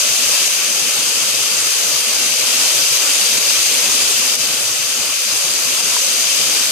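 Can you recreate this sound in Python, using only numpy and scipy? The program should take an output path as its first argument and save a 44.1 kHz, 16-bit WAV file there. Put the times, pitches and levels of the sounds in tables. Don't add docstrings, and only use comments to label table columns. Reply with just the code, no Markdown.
import sys
import numpy as np
from scipy import signal
from scipy.fft import rfft, irfft, dct, next_fast_len
from scipy.io import wavfile
from scipy.ndimage import uniform_filter1d

SR = 44100
rng = np.random.default_rng(int(sys.argv[2]) if len(sys.argv) > 2 else 0)


def digitize_waveform(pressure):
    field = np.atleast_2d(pressure).T
    bounded = np.clip(field, -1, 1)
    quanta = np.round(bounded * 32767).astype(np.int16)
    wavfile.write(sys.argv[1], SR, quanta)


def natural_amplitude(level_db):
    exponent = np.asarray(level_db, float) / 20
    return 10 ** exponent


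N = 295911


def evened(x):
    return x / np.sqrt(np.mean(x ** 2) + 1e-20)


def read(points, hz):
    f, value = np.transpose(points)
    return np.interp(np.log(hz + 1), np.log(f + 1), value)


def add(mix, start_s, sound, pan_db):
    start = round(start_s * SR)
    part = mix[:, start:start + len(sound)]
    port_gain = natural_amplitude([[min(pan_db, 0)], [min(-pan_db, 0)]])
    part += port_gain * sound[:part.shape[1]]


def drops(spread_db, clump_db):
    size = natural_amplitude(spread_db * np.minimum(rng.exponential(1, (2, N)), 6))
    clumps = uniform_filter1d(rng.standard_normal(N), size=120)
    clumps = evened(uniform_filter1d(clumps, size=120))
    impacts = rng.standard_normal((2, N))
    return evened(impacts * size * natural_amplitude(clump_db * clumps))


def jet_db(hz, t):
    # (time [s], level [dB])
    pressure = [(0.0, -18), (0.42, -17), (0.55, -19), (2.35, -18.5), (2.62, -17), (3.79, -17), (4.34, -18),
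                (4.38, -19), (4.8, -20.5), (5.15, -21), (5.3, -19.5), (6.41, -17.5), (6.71, -18)]
    # (time [s], depth [dB])
    stutters = [
        (0.482, -2.5),
        (1.313, -2.5),
        (2.98, -2.5),
        (3.387, -2.5),
        (4.359, -5.5),
        (5.81, -3.5),
    ]
    usual_db, body_share, fizz_share = -18.5, 0.73, 0.89
    choke_s, refill_s = 0.0033, 0.025
    body = np.interp(hz, [1600, 2100], [1, 0])[:, None]
    fizz = np.interp(hz, [8000, 10500], [0, 1])[:, None]
    follows = 1 + body * (body_share - 1) + fizz * (fizz_share - 1)
    pressure_db = np.interp(t, *np.transpose(pressure))
    level = usual_db + follows * (pressure_db - usual_db)
    for start_s, depth_db in stutters:
        since = np.maximum(t - start_s, 0)
        choke = np.minimum(since / choke_s, 1)
        level = level + depth_db * choke * np.exp(-(since / refill_s) ** 2)
    return level


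def spray(patchy_db, surge_db, offset_db):
    # (frequency [Hz], density [dB per Hz])
    open_port = [(86, -71), (345, -64), (517, -62), (861, -64), (1809, -62.5), (2584, -57.5), (2929, -59),
                 (4651, -57.5), (5168, -55.5), (5943, -57), (8786, -53.5), (11456, -59), (13092, -59.5),
                 (14384, -61)]
    # (frequency [Hz], density [dB per Hz])
    deep_low = [(86, -72), (345, -63.5), (517, -63), (861, -65), (1378, -59.5), (1723, -61.5), (2067, -60),
                (2498, -52.5), (2670, -51), (3015, -52), (3273, -52), (3618, -54.92)]
    deep_high = [(3618, -54), (4393, -53), (4823, -47.5), (5340, -53.5), (6029, -48), (6804, -50),
                 (8096, -58), (8699, -59), (10422, -65.5),
                 (11283, -73.5), (12145, -70), (12920, -74), (14384, -73.5)]
    # (frequency [Hz], likeness [0-1])
    likeness = [(86, 0.8), (517, 0.84), (1550, 0.42), (1723, 0.17), (2412, 0.61), (2842, 0.33),
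                (3359, 0.46), (3531, 0.2), (4996, 0.28), (5254, 0.1), (5771, 0.38), (8269, 0.06),
                (8786, 0.19), (10939, 0.05)]
    # (frequency [Hz], phase [rad])
    right_leads = [(86, -0.0), (1292, 0.13), (1637, 1.01), (2239, -0.18), (3015, 0.55), (3531, 2.72),
                   (3704, 0.98), (3962, 1.8), (5254, 11.06), (5426, 14.95), (6374, 19.69), (8269, 23.65),
                   (8441, 21.29), (10939, 24.31)]
    impacts = drops(spread_db=1.25, clump_db=0.47)
    hz, t, (near, other) = signal.stft(impacts, SR, nperseg=512, noverlap=384)

    patches = rng.standard_normal((len(t), len(hz))).T
    patches = uniform_filter1d(patches, size=12, axis=0)
    patches = evened(uniform_filter1d(patches, size=30, axis=1))
    surges = evened(uniform_filter1d(rng.standard_normal(len(t)), size=14))

    same = np.clip(read(likeness, hz), 0, 1)[:, None]
    lead = np.exp(1j * read(right_leads, hz))[:, None]
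    right = same * lead * near + np.sqrt(1 - same ** 2) * other
    deep_db = read(deep_low[:-1] + deep_high, hz)
    colour_db = np.array([deep_db, read(open_port, hz)])[:, :, None]
    level_db = colour_db + jet_db(hz, t) + patchy_db * patches + surge_db * surges + offset_db
    ports = np.array([near, right]) * natural_amplitude(level_db)
    return signal.istft(ports, SR, nperseg=512, noverlap=384)[1][:, :N]


def pool(x):
    # (frequency [Hz], width [Hz], lift [dB])
    wall_notes = [(140.6, 20, 8), (208.6, 20, 3), (249, 60, 3), (496, 19, 6), (568, 12, 6.5), (636, 7.6, 6),
                  (1150, 29, 3.5)]
    size = next_fast_len(N)
    hz = np.fft.rfftfreq(size, 1 / SR)
    lift_db = sum(db / (1 + (2 * (hz - f) / width) ** 2) for f, width, db in wall_notes)
    return irfft(rfft(x, size) * natural_amplitude(lift_db), size)[:, :N]


def plops():
    # (time [s], peak [dB], frequency [Hz], left-right [dB])
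    bubbles = [
        (5.9655, -15.5, 930, -2),
    ]
    out, t = np.zeros((2, N)), np.arange(600) / SR
    ring_s, overtone_s = 0.0017, 0.001
    for start_s, db, hz, pan_db in bubbles:
        ring_swell = t / ring_s * np.exp(1 - t / ring_s)
        ring = np.sin(2 * np.pi * 1.06 * hz * t) * ring_swell
        overtone_swell = t / overtone_s * np.exp(1 - t / overtone_s)
        overtone = natural_amplitude(-3.5) * np.sin(2 * np.pi * 1.7 * hz * t) * overtone_swell
        add(out, start_s, natural_amplitude(db) * (ring + overtone), pan_db)
    return out


def puffs():
    # (time [s], peak [dB], port [1 left, -1 right])
    gusts = [(0.528, -47, 1), (0.648, -44, 1), (0.839, -44, -1), (1.865, -50, -1), (2.125, -37, -1),
             (3.057, -40, -1), (3.307, -35.5, -1), (3.426, -38, -1), (3.865, -39, -1), (3.92, -39, -1),
             (4.015, -41, -1), (4.375, -39, -1), (4.42, -40, -1), (4.46, -41, -1), (4.51, -42, -1),
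             (4.6, -44, -1), (4.701, -46, -1)]
    low_hz, span_hz, shelter_db = 45, 45, 33
    out, t = np.zeros((2, N)), np.arange(2000) / SR
    chances = rng.random((len(gusts), 2))
    for (start_s, db, port), (pitch, phase) in zip(gusts, chances):
        swing = np.sin(2 * np.pi * ((low_hz + span_hz * pitch) * t + phase)) * np.hanning(len(t))
        add(out, start_s + 0.0084, natural_amplitude(db + 7.5) * swing, shelter_db * np.sign(port))
    return out


def hum():
    hum_hz, hum_db, waver_db = 119.3, -47, 2.1
    waver = evened(uniform_filter1d(rng.standard_normal(N), size=4000))
    port_db = np.array([[0], [-2.5]])
    tone = np.sin(2 * np.pi * hum_hz * np.arange(N) / SR)
    return natural_amplitude(hum_db + waver_db * waver + port_db) * tone


def scene():
    water = pool(spray(patchy_db=0.69, surge_db=0.28, offset_db=62.0))
    return water + plops() + puffs() + hum()


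def gate(x, limits, grid, unsteady_db):
    hop, follows = 1024, 0.7
    window = np.sin(np.pi * (np.arange(2 * hop) + 0.5) / (2 * hop))
    padded = np.pad(x, ((0, 0), (2 * hop - grid, 2 * hop)))
    frames = np.lib.stride_tricks.sliding_window_view(padded, 2 * hop, axis=1)[:, ::hop] * window
    a, b, c, d = np.split(frames, 4, axis=2)
    folded = np.dstack([-c[..., ::-1] - d, a - b[..., ::-1]])
    lines = dct(folded, type=4, norm="ortho")
    hz = (np.arange(hop) + 0.5) * SR / (2 * hop)

    drift = evened(uniform_filter1d(rng.standard_normal(lines.shape[:2]), size=3))
    loud_db = uniform_filter1d(10 * np.log10(np.mean(lines ** 2, axis=2) + 1e-9), size=5)
    louder_db = loud_db - np.median(loud_db, axis=1, keepdims=True)
    limit_db = unsteady_db * drift + follows * louder_db
    kept = lines * (abs(lines) > natural_amplitude(read(limits, hz) + limit_db[..., None]))

    late, early = np.split(dct(kept, type=4, norm="ortho"), 2, axis=2)
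    back = np.dstack([early, -early[..., ::-1], -late[..., ::-1], -late]) * window
    joined = back[:, 1:, :hop] + back[:, :-1, hop:]
    return joined.reshape(2, -1)[:, hop - grid:][:, :N]


def band_limit(x):
    return signal.sosfilt(signal.butter(12, 15320, fs=SR, output="sos"), x)


def record(dry):
    # (frequency [Hz], limit [dB])
    bass_limits = [(40, -23), (150, -17.5), (330, -18), (450, -22.5), (600, -26), (800, -21), (1800, -22),
                   (2400, -40)]
    treble_limits = [(7000, -40), (9000, -26), (10500, -22.5), (14500, -22.5)]
    soft = 1.1 * np.tanh(dry / 1.1)
    treble_cut = signal.firwin(1023, 14520, window=("kaiser", 9), fs=SR)
    band = signal.oaconvolve(soft, treble_cut[None], "same")
    band = signal.sosfilt(signal.butter(1, 80, "high", fs=SR, output="sos"), band)
    band = gate(band, bass_limits, grid=800, unsteady_db=1.6)
    band = gate(band, treble_limits, grid=320, unsteady_db=0.8)
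    return band_limit(band)


dry = scene()
out = record(dry)
digitize_waveform(out)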